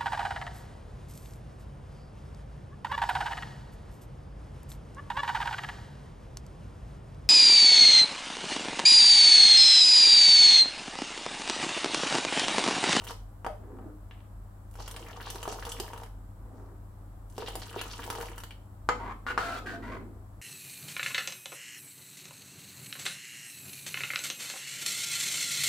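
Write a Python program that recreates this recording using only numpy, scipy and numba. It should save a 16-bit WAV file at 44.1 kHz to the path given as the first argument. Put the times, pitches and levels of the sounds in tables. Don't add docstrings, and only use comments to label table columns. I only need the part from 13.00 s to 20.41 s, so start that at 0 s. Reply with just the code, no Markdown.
import sys
import numpy as np
from scipy import signal
from scipy.fft import rfft, irfft, next_fast_len
from scipy.io import wavfile
from scipy.ndimage import uniform_filter1d
from numba import njit

SR = 44100
rng = np.random.default_rng(int(sys.argv[2]) if len(sys.argv) > 2 else 0)


def waveform_to_disk(signal):
    frames = np.transpose(np.atleast_2d(signal))
    scaled = np.clip(frames, -1, 1) * 32767
    samples = np.round(scaled).astype(np.int16)
    wavfile.write(sys.argv[1], SR, samples)


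N = 327001
T = np.arange(N) / SR

# (frequency [Hz], level [dB])
HUM = [(44, -49), (100, -50.5), (186, -67), (200, -66.5), (241, -77)]
# (frequency [Hz], level [dB])
ROOM_TONE = [(20, -10), (40, -1), (70, 15.5), (90, 8.5), (125, 4), (200, -6), (290, 1), (400, -8.5),
             (800, -7.5), (1200, -11.5), (1900, -24), (2800, -36.5), (6000, -49)]
# (start [s], crest [s], end [s], patter [dB], crackle [dB], spray [dB])
POURS = [(0.014, 0.095, 0.12, -47, -49.5, -52), (1.782, 2.443, 3.04, -47, -54.5, -57.5),
         (4.393, 5.127, 5.347, -46.5, -52, -54)]
# (frequency [Hz], width [Hz], gain [dB])
PAN_AIR_MODES = [(342, 110, -23), (470, 16.5, 10), (927, 160, -2), (2960, 280, 5.5)]
# (time [s], slap pitch [Hz], slap [dB], spray [dB])
DROPS = [(0.0386, 1460, -36, -50), (0.069, 1190, -28.5, -47), (0.1082, 1030, -24, -37),
         (.447, 1050, -19, -47), (0.465, 1020, -14.5, -40), (.7874, 790, -33, -70),
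         (1.1113, 1980, -31.5, -73), (1.755, 1280, -34.5, -49), (1.8033, 884, -26, -43),
         (1.8789, 1300, -29.5, -35.5), (1.9125, 1530, -31, -34.5), (1.9639, 2120, -25, -37),
         (2.1744, 940, -29, -62), (2.214, 1430, -26, -57), (2.3025, 1300, -30, -29),
         (2.3578, 1090, -26.5, -37), (2.4296, 1060, -24.5, -31), (2.4778, 740, -16.5, -36),
         (2.5257, 796, -22.5, -36), (2.652, 1000, -30, -34), (2.668, 980, -23.5, -41),
         (2.7193, 2000, -36, -29.5), (2.8, 845, -23, -25.5), (2.9338, 1060, -23.5, -43),
         (2.9771, 1200, -29, -43.5), (3.0005, 1040, -32, -60), (3.0347, 1137, -30, -42.5),
         (4.3805, 800, -23, -35), (4.423, 1030, -23, -60), (4.4759, 2940, -23, -45),
         (4.484, 880, -23, -36.5), (4.5549, 760, -22, -28.5), (4.7624, 746, -22, -49),
         (4.8136, 1460, -20, -29.5), (5.0408, 1410, -28.5, -36), (5.1019, 1230, -16, -27.5),
         (5.1264, 970, -26, -51), (5.152, 1090, -23, -38), (5.1848, 820, -22.5, -53),
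         (5.2114, 1460, -23.5, -36), (5.2298, 1160, -24.5, -58), (5.2568, 890, -37, -40.5),
         (5.3176, 1160, -30.5, -57), (5.3804, 1300, -26.5, -35.5), (5.403, 1350, -33, -41),
         (5.4364, 1370, -26.5, -35.5), (5.5084, 2400, -30, -47.5)]
# (time [s], length [s], pitch [Hz], level [dB])
FIZZ = [(0.079, 0.039, 4650, -52), (1.108, 0.028, 3000, -68.5), (1.136, 0.13, 2630, -74),
        (1.783, 0.096, 4930, -57.5), (2.063, 0.046, 1860, -54.5), (2.225, 0.091, 3660, -54),
        (2.48, 0.047, 5800, -50.5), (2.692, 0.041, 7600, -50), (3.536, 0.14, 5630, -83),
        (4.4, 0.018, 3700, -52.5), (4.461, 0.028, 3420, -48), (4.618, 0.019, 4000, -48.5),
        (4.761, 0.053, 3200, -47), (4.911, 0.025, 4570, -48.5), (5.013, 0.032, 1620, -52),
        (5.506, 0.02, 2730, -59.5)]
# (time [s], pitch [Hz], level [dB], t60 [s])
PLOPS = [(.465, 792, -21.5, 0.036), (.484, 710, -42, 0.088), (.495, 611, -34.5, 0.2),
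         (0.731, 365, -39, 0.08), (0.858, 301, -39, 0.29), (2.48, 445, -29, 0.077),
         (2.8, 402, -27.5, 0.039), (4.381, 432, -29, 0.077), (4.425, 472, -29.5, 0.057),
         (4.558, 700, -36, 0.045), (4.763, 384, -26.5, 0.042), (5.1, 296, -38, 0.055),
         (5.185, 465.4, -34, 0.24), (6.1, 243, -49, 0.11), (6.735, 684, -38.5, 0.18)]
# (start [s], crest [s], end [s], gurgle [dB], lapping [dB])
SWEEPS = [(0.636, .87, 0.95, -46.5, -51.5), (3.446, 3.58, 3.9, -51.5, -54.5),
          (5.953, 6.077, 6.18, -44.5, -56), (6.28, 6.48, 6.8, -45, -47), (6.675, 6.94, 7.24, -41.5, -51.5)]
# (time [s], contact [dB], contact pitch [Hz], wall ring [dB], crack [dB])
KNOCKS = [(5.8892, -11.5, 1250, -24, -25), (6.2663, -22.5, 1430, -49, -45), (6.3049, -35, 1480, -37, -47),
          (6.377, -12.5, 1250, -32, -30)]
# (frequency [Hz], level [dB], t60 [s])
STEEL_MODES = [(494, 1.5, 0.2), (700, -16, 0.23), (862, 4, 0.17), (995, 8.5, 0.062), (1120, -23, .12),
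               (1237, 6.5, 0.11), (1500, -1, 0.11), (1650, -12, 0.1), (1780, -8, 0.073), (2040, 4, 0.066),
               (2130, -4, 0.094), (2330, -13, 0.18), (2750, -17, 0.18), (3100, -7, 0.1), (3410, -14, 0.092),
               (4360, -20, 0.2), (5240, -33, 0.094), (7180, -16, 0.2), (7300, -26, 0.2)]
# (start [s], end [s], body [dB], fade [dB/s], grit [dB re body],
# wall drone [dB re body], overtones [dB re body], bowl resonance [Hz], glide [Hz/s])
STROKES = [(5.996, 6.125, -38, -15, -21, -27, -12.5, 908, 1400),
           (6.266, 6.317, -30.5, 13, -13, -21, -11, 1462, -500),
           (6.378, 6.588, -33, 16.5, -8, -5, -22, 1428, -650),
           (6.66, 6.762, -34, 91, -10, -12.5, -20, 1587, -900),
           (6.823, 6.906, -44, 0, -12, -9, -1, 964, 500),
           (6.914, 6.977, -37.5, 109, -16, -7.5, -5, 1090, -1300)]
# (frequency [multiple of the bowl resonance], width [Hz], level [dB])
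BOWL_MODES = [(.8, 125.4, 6), (0.999, 120, 14.5), (1.13, 129, 1), (1.42, 197, 2), (1.95, 160, -0.5),
              (2.72, 198, -17.5), (3.05, 202, -34)]
# (frequency [Hz], level [dB])
GRIT_SPECTRUM = [(1500, -26), (2400, 1.5), (3600, -3.5), (4500, -4), (5700, -12), (7300, -12), (9000, -16),
                 (12000, -18), (16000, -26)]
# (frequency [Hz], left minus right [dB])
MIC_MISMATCH = [(45, 0), (100, 3), (200, 0), (400, -1.5), (650, 3), (1400, 0.5), (3000, 1), (4500, 0.5),
                (6000, -4.5), (8500, 1), (12000, -3), (16000, -1)]
# (frequency [Hz], level [dB])
MIC_HISS = [(100, -27), (3000, 4), (6500, 1.5), (7700, 9.5), (9500, 4.5), (12000, 8), (16000, 2)]


def amp(db):
    return 10 ** (np.asarray(db) / 20)


def unit(x):
    return x / np.sqrt(np.mean(x ** 2))


def even(x, span_s):
    size = int(span_s * SR) + 1
    power = uniform_filter1d(uniform_filter1d(x ** 2, size), size)
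    return x / np.sqrt(np.abs(power) + 1e-4 * np.mean(x ** 2))


def decay(t, t60):
    return np.exp(-np.log(1000) * t / t60)


def colour(x, points):
    hz, db = np.transpose(points)
    size = next_fast_len(x.shape[-1] + 4096)
    bins_hz = np.maximum(np.fft.rfftfreq(size, 1 / SR), 1)
    gain = amp(np.interp(np.log(bins_hz), np.log(hz), db))
    return irfft(rfft(x, size) * gain, size)[..., :x.shape[-1]]


def band(x, lo_hz, hi_hz, order=2):
    return signal.sosfilt(signal.butter(order, [lo_hz, hi_hz], "band", fs=SR, output="sos"), x + 1e-18)


def add(out, s, sound):
    i = max(int(s * SR), 0)
    out[i:i + len(sound)] += sound[:N - i]


@njit
def moving_band(x, hz, width_hz):
    out, band_state, low_state = np.empty(len(x)), 0., 0.
    for i in range(len(x)):
        g, damping = np.tan(np.pi * hz[i] / SR), width_hz / hz[i]
        passed = (band_state + g * (x[i] + 1e-18 - low_state)) / (1 + g * (g + damping))
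        band_state = 2 * passed - band_state
        low_state += 2 * g * passed
        out[i] = damping * passed
    return out


def resonate(x, hz, *widths_hz):
    for width in widths_hz:
        x = moving_band(x, hz * np.ones(N), float(width))
    return x


@njit
def grains(times, hz, size, cycles, glide):
    out = np.zeros(N)
    for k in range(len(times)):
        start, rise = int(times[k] * SR), cycles * SR / hz[k]
        for i in range(max(0, -start), min(int(9 * rise), N - start)):
            u = i / rise
            phase = 2 * np.pi * cycles * u * (1 + glide * u / 9)
            out[start + i] += size[k] * u * np.exp(1 - u) * np.sin(phase)
    return out


def shower(times, lo_hz, hi_hz, cycles, scatter_db, glide):
    pitch_draw, size_draw = rng.random((len(times), 2)).T
    size = amp(scatter_db * np.minimum(-np.log(1 - size_draw), 4))
    return grains(times, lo_hz * (hi_hz / lo_hz) ** pitch_draw, size, cycles, float(glide))


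def moments(count, jitter):
    return (np.arange(count) + jitter * rng.standard_normal(count)) * N / SR / count


def ticks(times, db, rise_s, lo_hz, hi_hz):
    out, u = np.zeros(N), T[:SR // 80] / rise_s
    shape = u * np.exp(1 - u)
    for s, gain in zip(times, amp(db)):
        crack = band(rng.standard_normal(len(u)) * shape, lo_hz, hi_hz)
        add(out, s, gain * crack * np.sqrt(np.sum(shape ** 2) / np.sum(crack ** 2)) / 2)
    return out


def swell(starts, crests, ends, levels_db, rise_db, fall_db, edge_s):
    gain = np.zeros(N)
    for start, crest, end, db in zip(starts, crests, ends, levels_db):
        before = np.clip((crest - T) / (crest - start), 0, 1)
        after = np.maximum((T - crest) / (end - crest), 0)
        gate = np.clip(1 + np.minimum(T - start, end - T) / edge_s, 0, 1)
        gain += gate * amp(db - rise_db * before - fall_db * after ** 2)
    return gain


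def stereo_noise(size, spread_hz):
    mid, side = rng.standard_normal((2, size))
    side = signal.sosfilt(signal.butter(1, spread_hz, "high", fs=SR, output="sos"), side)
    return (mid + np.array([[1], [-1]]) * side) / np.sqrt(2)


def room_tone():
    hum = sum(amp(db) * np.sqrt(2) * np.sin(2 * np.pi * (hz * T + rng.random())) for hz, db in HUM)
    rumble = amp(-54) * unit(band(rng.standard_normal(N), lo_hz=40.8, hi_hz=49.5, order=3))
    rush = amp(-53) * unit(colour(stereo_noise(N, spread_hz=760), ROOM_TONE))
    return hum + rumble + rush


def stream():
    impacts = moments(700, jitter=1)
    patter = shower(impacts, lo_hz=664, hi_hz=1800, cycles=0.43, scatter_db=5.5, glide=0.39)
    glug_times = moments(1400, jitter=2)
    glugs = shower(glug_times, lo_hz=252.7, hi_hz=1334, cycles=1.17, scatter_db=4, glide=0.18)
    crackle_times = np.append(impacts, moments(4000, jitter=1.8))
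    crackle = shower(crackle_times, lo_hz=2380, hi_hz=7100, cycles=0.38, scatter_db=8, glide=0.18)
    spray_times = np.append(impacts, moments(4000, jitter=2))
    spray = shower(spray_times, lo_hz=7400, hi_hz=15400, cycles=0.41, scatter_db=7.5, glide=0)
    start, crest, end, patter_db, crackle_db, spray_db = np.transpose(POURS)
    edge_s, lead_s = 0.057, 0.06
    body = even(unit(patter) + amp(-2.5) * unit(glugs), 0.11)
    crackle, spray = even(crackle, 0.043), even(spray, 0.13)
    body *= swell(start, crest, end, patter_db, rise_db=8, fall_db=7, edge_s=edge_s)
    crackle *= swell(start, crest, end, crackle_db, rise_db=7, fall_db=11, edge_s=edge_s)
    spray *= swell(start - lead_s, crest, end, spray_db, rise_db=6.5, fall_db=5, edge_s=edge_s)
    return amp(-0.5) * (body + crackle + spray)


def pan_air(splash):
    return splash + sum(amp(db) * resonate(splash, hz, width) for hz, width, db in PAN_AIR_MODES)


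def drops():
    s, hz, slap_db, spray_db = np.transpose(DROPS)
    slaps = grains(s - 0.0003, hz, amp(slap_db - 2), cycles=0.25, glide=0.)
    bubbles = grains(s + 0.00096, 0.92 * hz, amp(slap_db - 18.5), cycles=1.5, glide=0.11)
    spray = ticks(s - 0.0004, spray_db + 5, rise_s=0.00055, lo_hz=2400, hi_hz=12700)
    fallout = ticks(s - 0.001, spray_db - 4.5, rise_s=0.0018, lo_hz=2800, hi_hz=12800)
    return slaps + bubbles + spray + fallout


def fizz():
    out = np.zeros(N)
    for s, length, hz, db in FIZZ:
        times = s + length * rng.random(size=150)
        cloud = shower(times, lo_hz=hz / 1.21, hi_hz=hz * 1.13, cycles=0.43, scatter_db=8, glide=0.11)
        out += amp(db + 0.5) * cloud / np.sqrt(np.sum(cloud ** 2) / (length * SR))
    return out


def plops():
    out, t = np.zeros(N), T[:SR // 3]
    attack = 1 - np.exp(-t / 0.00063)
    for s, hz, db, t60 in PLOPS:
        tone = np.sin(2 * np.pi * hz * t * (1 + 0.09 * t))
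        add(out, s, amp(db - 2) * attack * decay(t, t60) * tone)
    return out


def slosh():
    gurgle_times = moments(1500, jitter=0.91)
    gurgle = shower(gurgle_times, lo_hz=191.6, hi_hz=450, cycles=1.04, scatter_db=1.5, glide=0.14)
    lap_times = moments(3000, jitter=2)
    lap = shower(lap_times, lo_hz=473, hi_hz=1300, cycles=0.41, scatter_db=2.5, glide=0.22)
    start, crest, end, gurgle_db, lap_db = np.transpose(SWEEPS)
    gurgle_gain = swell(start, crest, end, gurgle_db, rise_db=2, fall_db=22.5, edge_s=0.066)
    lap_gain = swell(start, crest, end, lap_db, rise_db=6, fall_db=36, edge_s=0.066)
    return amp(-6) * (even(gurgle, 0.0059) * gurgle_gain + even(lap, 0.027) * lap_gain)


def knocks():
    s, contact_db, hz, ring_db, crack_db = np.transpose(KNOCKS)
    push = np.zeros(N)
    push[(s * SR).astype(int)] = amp(ring_db - 10.5)
    contact = grains(s, hz, amp(contact_db), cycles=0.56, glide=0.)
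    crack = ticks(s, crack_db, rise_s=0.00077, lo_hz=1810, hi_hz=5900)
    return contact + crack + steel_ring(push)


def steel_ring(push):
    t = T[:SR // 2]
    ring = sum(amp(db) * decay(t, t60) * np.sin(2 * np.pi * hz * t) for hz, db, t60 in STEEL_MODES)
    return signal.fftconvolve(push, ring)[:N]


def strokes():
    attack_s, release_s = 0.00215, 0.0044
    gains, bowl_hz = np.zeros((4, N)), np.zeros(N)
    for start, end, db, fade_db_per_s, grit_db, wall_db, overtone_db, hz, glide_hz_per_s in STROKES:
        age = np.clip(T - start, 0, end - start)
        gate = np.clip(1 + (T - start) / attack_s, 0, 1) * np.exp(-np.maximum(T - end, 0) / release_s)
        gains += np.outer(amp([0, grit_db, wall_db, overtone_db]), gate * amp(db - fade_db_per_s * age))
        bowl_hz = np.where((gate > 0) | (bowl_hz == 0), hz + glide_hz_per_s * age, bowl_hz)
    return gains, bowl_hz


def scrape():
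    times = moments(1150, jitter=0.3)
    slips = np.zeros(N)
    slips[(times * SR).astype(int) % N] = amp(3.4 * rng.standard_normal(len(times)))
    slip_tails = signal.lfilter([1], [1, -np.exp(-1 / (0.0062 * SR))], slips + 1e-18)
    rasp = slip_tails * rng.standard_normal(N)
    push = slips + 0.043 * rasp
    (body_gain, grit_gain, wall_gain, overtone_gain), bowl_hz = strokes()
    modes = [amp(db) * even(resonate(push, ratio * bowl_hz, width, 4 * width), 0.018)
             for ratio, width, db in BOWL_MODES]
    body = even(unit(sum(modes[:3])) + amp(-14) * unit(steel_ring(push)), 0.021)
    overtones = unit(sum(modes[3:]))
    wall_hz = 705 * (bowl_hz / 1400) ** 0.19
    wall = even(resonate(push, wall_hz, 92, 140), 0.019)
    grit = even(colour(rasp, GRIT_SPECTRUM), 0.0066)
    return amp(-6) * (body * body_gain + overtones * overtone_gain + wall * wall_gain + grit * grit_gain)


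def kitchen(x, near_db, near_t60, room_db, room_t60):
    t = T[:SR // 2]
    echo = 0
    for db, t60, delay_s in (near_db, near_t60, 0.002), (room_db, room_t60, 0.006):
        shape = decay(t, t60) * (t > delay_s)
        echo += amp(db) * shape / np.sqrt(np.sum(shape ** 2)) * stereo_noise(len(t), spread_hz=850)
    lag_s = np.array([[0], [0.00002]])
    direct = np.exp(-2j * np.pi * np.fft.rfftfreq(SR, 1 / SR) * lag_s)
    paths = direct + rfft(echo, SR)
    power = np.abs(paths) ** 2
    paths /= np.sqrt(uniform_filter1d(power, size=50) / power.mean())
    return signal.fftconvolve(x[None], irfft(paths, SR)[:, :len(t)], axes=1)[:, :N]


def scene():
    splash = amp(-3.5) * pan_air(drops() + stream())
    stove = splash + fizz() + plops() + slosh() + knocks() + scrape()
    return kitchen(stove, near_db=1, near_t60=0.045, room_db=-4, room_t60=0.33) + room_tone()


def record(dry):
    pair = [colour(x, [(hz, side * db / 2) for hz, db in MIC_MISMATCH]) for x, side in zip(dry, (1, -1))]
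    hiss = amp(-70.5) * unit(colour(rng.standard_normal((2, N)), MIC_HISS))
    top_cut = signal.ellip(10, 0.2, 70, 16200, fs=SR, output="sos")
    return signal.sosfilt(top_cut, np.array(pair) + hiss)


dry = scene()
out = record(dry)
waveform_to_disk(out)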